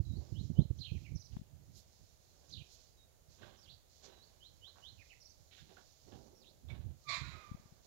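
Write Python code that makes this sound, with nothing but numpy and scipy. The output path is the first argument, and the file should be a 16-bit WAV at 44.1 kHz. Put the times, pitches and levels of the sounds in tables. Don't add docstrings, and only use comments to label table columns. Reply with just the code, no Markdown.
import sys
import numpy as np
from scipy import signal
from scipy.fft import rfft, irfft, next_fast_len
from scipy.io import wavfile
from scipy.ndimage import uniform_filter1d

SR = 44100
rng = np.random.default_rng(int(sys.argv[2]) if len(sys.argv) > 2 else 0)


def materialize(psi):
    bounded = np.clip(np.atleast_2d(psi).T, -1, 1)
    quanta = np.round(bounded * 32767).astype(np.int16)
    wavfile.write(sys.argv[1], SR, quanta)


N = 346961
TIME = np.arange(N) / SR


def from_db(db):
    return 10 ** (np.asarray(db) / 20)


def rms_one(x):
    return x / np.sqrt(np.mean(x ** 2) + 1e-20)


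def colour(x, spectrum):
    hz, level_db = np.transpose(spectrum)
    size = next_fast_len(N)
    bins = np.maximum(np.fft.rfftfreq(size, 1 / SR), 1)
    outside_db = 24 * abs(np.log2(bins / np.clip(bins, hz[0], hz[-1])))
    gain = from_db(np.interp(np.log(bins), np.log(hz), level_db) - outside_db)
    return rms_one(irfft(rfft(x, size) * gain, size)[:N])


def noise(spectrum):
    return colour(rng.standard_normal(N), spectrum)


def drift(per_s):
    knots = rng.standard_normal(6000)
    return rms_one(np.interp(TIME * per_s, np.arange(len(knots)), knots))


def grains(per_s, spread_db, smooth):
    sizes = from_db(spread_db * np.minimum(rng.exponential(1, N), 4)) * rng.choice([-1, 1], N)
    snaps = rms_one(sizes * (rng.random(N) < per_s / SR))
    return rms_one(snaps + smooth * rng.standard_normal(N))


def resonate(x, hz, width_hz):
    r = np.exp(-np.pi * width_hz / SR)
    feedback = [1, -2 * r * np.cos(2 * np.pi * hz / SR), r * r]
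    return signal.lfilter(np.array([1, 0, -1]) * (1 - r * r) / 2, feedback, x)


def shed(x, early_db, early_t60, tail_db, tail_t60):
    t = TIME[:SR]
    decays = from_db(-60 * t / np.array([[early_t60], [tail_t60]])) * (t > .004)
    early, tail = rng.standard_normal((2, SR)) * decays
    early *= rng.random(SR) < 700 / SR
    response = (from_db(early_db) * rms_one(early) + from_db(tail_db) * rms_one(tail)) / np.sqrt(SR)
    response[0] = 1
    return signal.fftconvolve(x, response / np.linalg.norm(response))[:N]


def swells(rows):
    return sum(from_db(db) * np.exp(-((TIME - s) / half_width) ** 2) for s, db, half_width in rows)


def swell_and_fade(peak_s, swell_s, t60):
    growth = np.clip((TIME - peak_s) / swell_s + 1, 0, 1) ** 2
    return growth * from_db(-60 * np.maximum(TIME - peak_s, 0) / t60)


def held(full_s, hold_s, db, t60, rise_db_per_s):
    attack_db = rise_db_per_s * np.maximum(full_s - TIME, 0)
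    decay_db = 60 * np.maximum(TIME - full_s - hold_s, 0) / t60
    return from_db(db - attack_db - decay_db) + 1e-12


def pressure_pulses(rows, cycles):
    out = np.zeros(N)
    for centre_s, db, hz in rows:
        near = abs(TIME - centre_s) < 2 / hz
        turns = hz * (TIME[near] - centre_s)
        out[near] -= from_db(db) * np.sin(2 * np.pi * turns) * np.exp(-(turns / cycles) ** 2)
    return out


# frequency_hz, density_db
YARD_SPECTRUM = [(30, -3), (70, 1.5), (140, -3), (250, -15), (380, -9.5), (620, -7.5), (1100, -20.5),
                 (2600, -27), (4200, -20), (5600, -20.5), (6900, -15.5), (8300, -32.5), (15000, -30)]

def yard():
    return from_db(-73) * noise(YARD_SPECTRUM) * from_db(0.21 * drift(2.8))


# frequency_hz, density_db
SELF_NOISE_SPECTRUM = [(25, 1), (90, 2.5), (170, -16), (300, -18.5), (1000, -24.5), (3000, -26.5),
                       (8500, -28.5), (11500, -25.5), (16000, -26)]

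def microphone_hiss():
    return from_db(-70) * noise(SELF_NOISE_SPECTRUM)


# frequency_hz, density_db
EDDY_SPECTRUM = [(25, -28.5), (55, 3), (85, 6.5), (150, -1), (215, -12.5), (310, -15.5), (600, -43.5),
                 (1200, -74.5)]
WHIRL_SPECTRUM = [(280, 12), (400, 1), (600, -8), (900, -25)]
# centre_s, level_db, half_width_s
WIND_GUSTS = [(.004, -22, 0.017), (.14, -46.5, 0.069), (.335, -55, 0.013), (.44, -45.5, 0.086),
              (.605, -32, 0.024), (.77, -49, 0.053), (.96, -46.5, 0.072), (1.14, -49, 0.049),
              (1.33, -55, 0.046), (1.55, -60, 0.078), (1.71, -58.5, 0.068), (2.02, -60.5, 0.02),
              (2.57, -56, 0.053), (3.31, -63, 0.032), (3.47, -62, 0.074), (3.72, -63, 0.05),
              (4.55, -69.5, 0.072), (4.94, -66.5, 0.061), (5.41, -66, 0.022), (5.63, -60.5, 0.023),
              (6.15, -62.5, 0.089), (6.66, -49.5, 0.023), (6.75, -51, 0.046), (6.88, -50, 0.064),
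              (7.1, -56, 0.031), (7.25, -52.5, 0.07), (7.34, -52.5, 0.033), (7.53, -65, .05)]
# centre_s, level_db, frequency_hz
WIND_PUFFS = [(.139, -31, 140), (.327, -30.5, 109), (.414, -30.5, 146), (.503, -24.5, 144.7),
              (.516, -29.5, 151), (.5925, -8.5, 130), (.6065, -19, 119.5), (.621, -22.5, 140),
              (.657, -31, 113), (.710, -22, 88.7), (.922, -27, 121), (.948, -31, 120), (1.122, -31.5, 110),
              (1.161, -29, 113), (2.619, -40.5, 117.5), (6.871, -39, 89), (7.22, -34, 97)]

def wind():
    breeze = from_db(-53 - 15 * TIME) + from_db(-83.5)
    strength = breeze + swells(WIND_GUSTS)
    eddies = rms_one(noise(EDDY_SPECTRUM) * from_db(3.6 * drift(45)))
    puffs = from_db(-5) * pressure_pulses(WIND_PUFFS, cycles=0.49)
    puff_envelope = np.sqrt(np.maximum(uniform_filter1d(puffs ** 2, size=300), 0))
    whirls = from_db(-19.5) * puff_envelope * noise(WHIRL_SPECTRUM)
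    return strength * eddies + puffs + whirls


# frequency_hz, density_db
STRAW_SPECTRUM = [(2000, -17.5), (3200, -10), (4200, -1.5), (5500, -1.5), (6900, -2), (7600, -10.5),
                  (8400, -35.5), (14000, -33)]
# centre_s, half_width_s
STRAW_RESTS = [(0.688, 0.051), (1.53, 0.13), (3.16, 0.18), (3.844, 0.06), (6.796, 0.29)]
# centre_s, level_db, half_width_s
STRAW_TUFTS = [(.45, -73, 0.024), (1.79, -77, 0.043), (2.51, -70.5, 0.019), (2.73, -73.5, 0.073),
               (3.33, -70.5, 0.038), (3.97, -75.5, 0.063), (4.05, -60, 0.018), (5.08, -78.5, 0.04),
               (5.58, -72.5, 0.033), (5.92, -80, 0.21), (7.04, -76, 0.05), (7.86, -74, 0.034)]

def straw():
    rustle = colour(grains(per_s=4000, spread_db=3, smooth=.6), STRAW_SPECTRUM)
    moving = np.prod([1 - np.exp(-((TIME - s) / width) ** 2) for s, width in STRAW_RESTS], axis=0)
    sliding = moving * from_db(-76 + 2 * drift(11))
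    return (sliding + swells(STRAW_TUFTS)) * rustle


SYLLABLE_CONTOURS = { "lift": [(0, 3970, 1), (.04, 3960, -6), (.08, 3830, -2), (.105, 4050, 1),
                     (.125, 4650, 4)], "rise": [(0, 2950, -19), (.022, 2980, -3.5), (.032, 3120, 1.5),
                     (.055, 3700, -1.5), (.072, 4100, 1), (.092, 4260, -16.5)], "flick": [(0, 5470, -5),
                     (.015, 6300, 5), (.035, 6200, -20)], "flourish": [(0, 3150, -21), (.017, 5250, -17),
                     (.022, 4180, -11), (.036, 4060, 0), (.044, 3300, -16), (.054, 3100, -17),
                     (.067, 3750, -4), (.074, 3200, -11), (.086, 3200, -10), (.097, 2750, -20),
                     (.122, 2450, -19)], "drop": [(0, 2814, -11), (.02, 2667, 4), (.035, 2380, 7),
                     (.055, 2020, -0.5)], "tick": [(0, 5650, -7), (.014, 5880, 0), (.021, 5300, -1),
                     (.034, 4050, -6)], "swoop": [(0, 6000, -7), (.023, 5280, -3), (.044, 5750, -7),
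                     (.072, 4400, 0), (.097, 2650, -4)], "buzz": [(0, 3006, -1.5), (.03, 3910, 7.5),
                     (.075, 4400, -3)], "pip": [(0, 3880, 0), (.03, 3790, 7), (.07, 3810, 2)]}
SYLLABLE_RASP = {"lift": .008, "rise": .021, "flourish": .062, "drop": .06, "tick": .052, "swoop": .03,
                 "buzz": .095, "pip": .003, "flick": .04}

def whistles(calls):
    out, quiver, flutter_db = np.zeros(N), drift(700), 1.6 * drift(150)
    for start_s, name, level_db in calls:
        offset_s, hz, contour_db = np.transpose(SYLLABLE_CONTOURS[name])
        span = (TIME >= start_s) & (TIME < start_s + offset_s[-1])
        t = TIME[span] - start_s
        fade = np.clip(np.minimum(t, offset_s[-1] - t) / 0.0013, 0, 1)
        pitch_hz = np.interp(t, offset_s, hz) * (1 + SYLLABLE_RASP[name] * quiver[span])
        phase = 2 * np.pi * np.cumsum(pitch_hz) / SR
        tone = np.sin(phase) + from_db(-37) * np.sin(2 * phase)
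        out[span] += fade * from_db(level_db + np.interp(t, offset_s, contour_db) + flutter_db[span]) * tone
    return out


# start_s, syllable, level_db
NEAR_BIRD_SONG = [(0.051, "lift", -64.5), (0.334, "rise", -60), (.55, "rise", -60), (0.772, "flick", -68),
                  (0.786, "flourish", -40), (0.929, "drop", -69), (1.035, "drop", -64),
                  (1.149, "tick", -56), (1.194, "tick", -55.5), (1.24, "tick", -57), (2.49, "flick", -65),
                  (2.503, "flourish", -43), (2.972, "pip", -75), (4.12, "lift", -64.5),
                  (4.397, "rise", -59.5), (4.611, "rise", -54.5), (4.817, "rise", -54.5),
                  (4.976, "drop", -65.5), (5.088, "drop", -62.5), (5.2, "tick", -59.5),
                  (5.244, "tick", -57), (5.292, "tick", -62)]
FAR_BIRD_CALLS = [(3.571, "swoop", -62), (3.675, "buzz", -61.5), (6.35, "swoop", -64.5),
                  (6.44, "buzz", -68)]

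def birds():
    near = shed(whistles(NEAR_BIRD_SONG), early_db=-4.5, early_t60=0.2, tail_db=-8.5, tail_t60=0.57)
    far = shed(whistles(FAR_BIRD_CALLS), early_db=-3, early_t60=0.13, tail_db=-8, tail_t60=0.55)
    return near + far


# frequency_hz, density_db
PUSH_SPECTRUM = [(130, 4), (220, 8.5), (380, 9.5), (600, 4), (850, -2), (1150, -13), (2000, -42.5)]
GRIND_SPECTRUM = [(520, 1), (720, 4), (900, -1), (1070, 0), (1300, -5), (1550, -1.5), (1850, -8.5),
                  (3000, -30.5), (5000, -35)]
CRUNCH_SPECTRUM = [(1200, -6.5), (1700, 2.5), (2300, 5), (2600, 7), (3000, 9.5), (3600, 10.5), (4050, 10),
                   (4500, 1), (7000, -14), (8500, -37)]
# peak_s, swell_s, t60_s, push_db, grind_db, crunch_db
MUZZLE_STROKES = [(.22, 0.14, 0.71, -63, -79, -84), (.59, 0.095, 0.24, -56.5, -92, -82),
                  (1.331, 0.053, 0.78, -73, -102, -76), (2.38, 0.17, 3.2, -77.5, -83, -88),
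                  (3.432, 0.091, 0.79, -64.5, -64.5, -65), (4.048, 0.068, 1.14, -65.5, -68, -69.5),
                  (4.68, 0.023, 0.25, -76, -73, -100), (4.759, 0.024, 0.71, -80, -69.5, -95),
                  (5.524, 0.025, 0.9, -76.5, -96, -64.5), (5.579, 0.0059, 0.042, -100, -68, -58),
                  (5.72, 0.1, 0.33, -64, -71.5, -77), (5.774, 0.01, 0.19, -75, -63.5, -75),
                  (6.079, 0.024, 1.7, -59.5, -79.5, -88), (6.128, 0.047, 0.18, -90, -72, -71),
                  (6.695, 0.021, 0.65, -65, -67, -66), (7.35, 0.3, 2.7, -68.5, -71.5, -99.5)]

def feeding():
    push, grind, crunch = sum(from_db(levels_db)[:, None] * swell_and_fade(peak_s, swell_s, t60)
                              for peak_s, swell_s, t60, *levels_db in MUZZLE_STROKES)
    feed = push * colour(grains(per_s=600, spread_db=0, smooth=0.62), PUSH_SPECTRUM)
    feed += grind * colour(grains(per_s=700, spread_db=3, smooth=.5), GRIND_SPECTRUM)
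    feed += crunch * colour(grains(per_s=900, spread_db=2.5, smooth=.5), CRUNCH_SPECTRUM)
    feed *= from_db(1.95 * drift(70))
    return shed(feed + straw() + knocks(), early_db=-6.5, early_t60=0.21, tail_db=-21.5, tail_t60=0.49)


# centre_s, level_db, frequency_hz
FINGER_BUMPS = [(1.3695, -27, 135), (1.397, -38, 128), (1.4175, -34.5, 141.4), (7.518, -29.5, 131),
                (7.549, -33, 126), (7.6, -47, 129), (7.66, -46, 116), (7.725, -44.5, 115)]

def finger():
    first_touch_s = FINGER_BUMPS[0][0] - .002
    tick = noise([(500, 18), (2200, -14), (3500, -16), (7000, -12)])
    tick *= from_db(-41.5) * swell_and_fade(first_touch_s, swell_s=0.00014, t60=0.0086)
    return tick - pressure_pulses(FINGER_BUMPS, cycles=0.36)


# centre_s, level_db, half_width_s
TAIL_SWISHES = [(1.78, -63, .035), (2.735, -66, 0.032)]
# frequency_hz, density_db
HAIR_SPECTRUM = [(2500, -18), (4000, 4), (7000, 4), (8400, -12), (13000, -6), (16000, -28)]

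def tail_swish():
    return swells(TAIL_SWISHES) * colour(grains(per_s=10000, spread_db=-1, smooth=0.5), HAIR_SPECTRUM)


# peak_s, level_db, resonance_hz
TROUGH_KNOCKS = [(3.432, -60, 1550), (3.434, -70, 3420), (4.756, -73, 1060), (4.785, -62, 730),
                 (5.587, -66.5, 1610), (5.594, -65, 3620), (5.769, -65, 1460), (6.078, -66, 380),
                 (6.688, -62.5, 3540), (6.699, -59.5, 2260)]

def knocks():
    out = np.zeros(N)
    chatter = grains(per_s=900, spread_db=2.5, smooth=.3)
    crack = from_db(-14.5) * colour(chatter, CRUNCH_SPECTRUM)
    for peak_s, db, hz in TROUGH_KNOCKS:
        ring = rms_one(resonate(chatter, hz, width_hz=93))
        out += from_db(db) * swell_and_fade(peak_s, swell_s=0.0045, t60=0.14) * (ring + crack)
    return out


# full_s, hold_s, level_db, t60_s, pitch_hz, sag_hz_per_s
STEEL_SQUEALS = [(7.084, 0.03, -43, 0.31, 1177, 1307), (7.331, 0.125, -58.5, 0.59, 1263, 547)]
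# harmonic_number, level_db
SQUEAL_OVERTONES = [(2, -5), (3, -11), (4, -13)]

def squeal():
    out, quiver = 0, 1 + 0.014 * drift(150)
    loudest = from_db(max(row[2] for row in STEEL_SQUEALS))
    for full_s, hold_s, db, t60, hz, sag in STEEL_SQUEALS:
        level = held(full_s, hold_s, db, t60, rise_db_per_s=898)
        pitch_hz = (hz - sag * np.clip(TIME - full_s, -hold_s, hold_s)) * quiver
        phase = 2 * np.pi * np.cumsum(pitch_hz) / SR
        overtones = sum(from_db(gain_db) * np.sin(round(k) * phase) for k, gain_db in SQUEAL_OVERTONES)
        harshness = (level / loudest) ** 0.48
        out += level * (np.sin(phase) + harshness * overtones)
    return out * from_db(1.1 * drift(90))


# full_s, hold_s, level_db, t60_s
HORN_SHOVES = [(7.092, 0.055, -37.5, 0.25), (7.244, 0.06, -56.5, 0.57)]
# frequency_hz, bandwidth_hz, gain_db
FEEDER_MODES = [(694, 49, -6), (1106, 6.8, 8.5), (1200, 30, 5), (2076, 30, 2), (2198, 68, 7.5),
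                (2278, 39, 6), (2360, 40, 1), (3060, 75, -16), (3720, 170, 2.5), (3970, 140, 4.5),
                (4060, 50, 4), (4270, 90, 1), (6740, 260, -18)]
# frequency_hz, density_db
GRIT_SPECTRUM = [(700, -21), (1050, 9), (1400, 0.5), (2300, 7.5), (2900, -2.5), (3900, 1), (5000, -19),
                 (7200, -5), (8600, -55), (10800, -22), (15000, -45)]

def horn_scrape():
    force = sum(held(*shove, rise_db_per_s=1049) for shove in HORN_SHOVES)
    friction = rng.standard_normal(N) * from_db(2 * drift(200))
    steel = rms_one(sum(from_db(db) * resonate(friction, hz, width) for hz, width, db in FEEDER_MODES))
    steel = signal.sosfilt(signal.butter(6, 7400, fs=SR, output="sos"), steel)
    dug_in_s, rise_db_per_s = 7.122, 352
    digging = from_db(-46 - rise_db_per_s * np.clip(dug_in_s - TIME, 0, .1))
    grit = colour(grains(per_s=3600, spread_db=1.5, smooth=0.62), GRIT_SPECTRUM)
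    grit *= digging * (force / force.max()) ** 0.67
    scrape = from_db(-4) * force * steel + grit + squeal() + feeder_ring()
    return shed(scrape, early_db=-3, early_t60=0.19, tail_db=-10.5, tail_t60=0.32)


# frequency_hz, level_db, t60_s
FEEDER_RING = [(1433, -54.5, .7), (2190, -68, 1.3), (2315, -64, 0.97), (2492, -60, .7), (3914, -53.5, 0.39),
               (3970, -67, 0.72)]

def feeder_ring(jolt_s=7.232, attack_s=0.0073):
    t = np.maximum(TIME - jolt_s, 0)
    ring = sum(from_db(db - 60 * t / t60) * np.sin(2 * np.pi * hz * t) for hz, db, t60 in FEEDER_RING)
    return np.minimum(t / attack_s, 1) * ring


def scene():
    pen = from_db(5) * (yard() + birds() + feeding() + tail_swish() + horn_scrape())
    leak = from_db(-44.5) * signal.sosfilt(signal.butter(1, 1500, fs=SR, output="sos"), pen)
    left = leak + microphone_hiss() + finger()
    right = pen + microphone_hiss() + from_db(7) * wind()
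    return np.array([left, right])


def record(dry, fade_s=.004, cutoff_hz=15750):
    fade_in = np.minimum(TIME / fade_s, 1)
    return signal.sosfilt(signal.ellip(12, .1, 90, cutoff_hz, fs=SR, output="sos"), dry * fade_in)


dry = scene()
out = record(dry)
materialize(out)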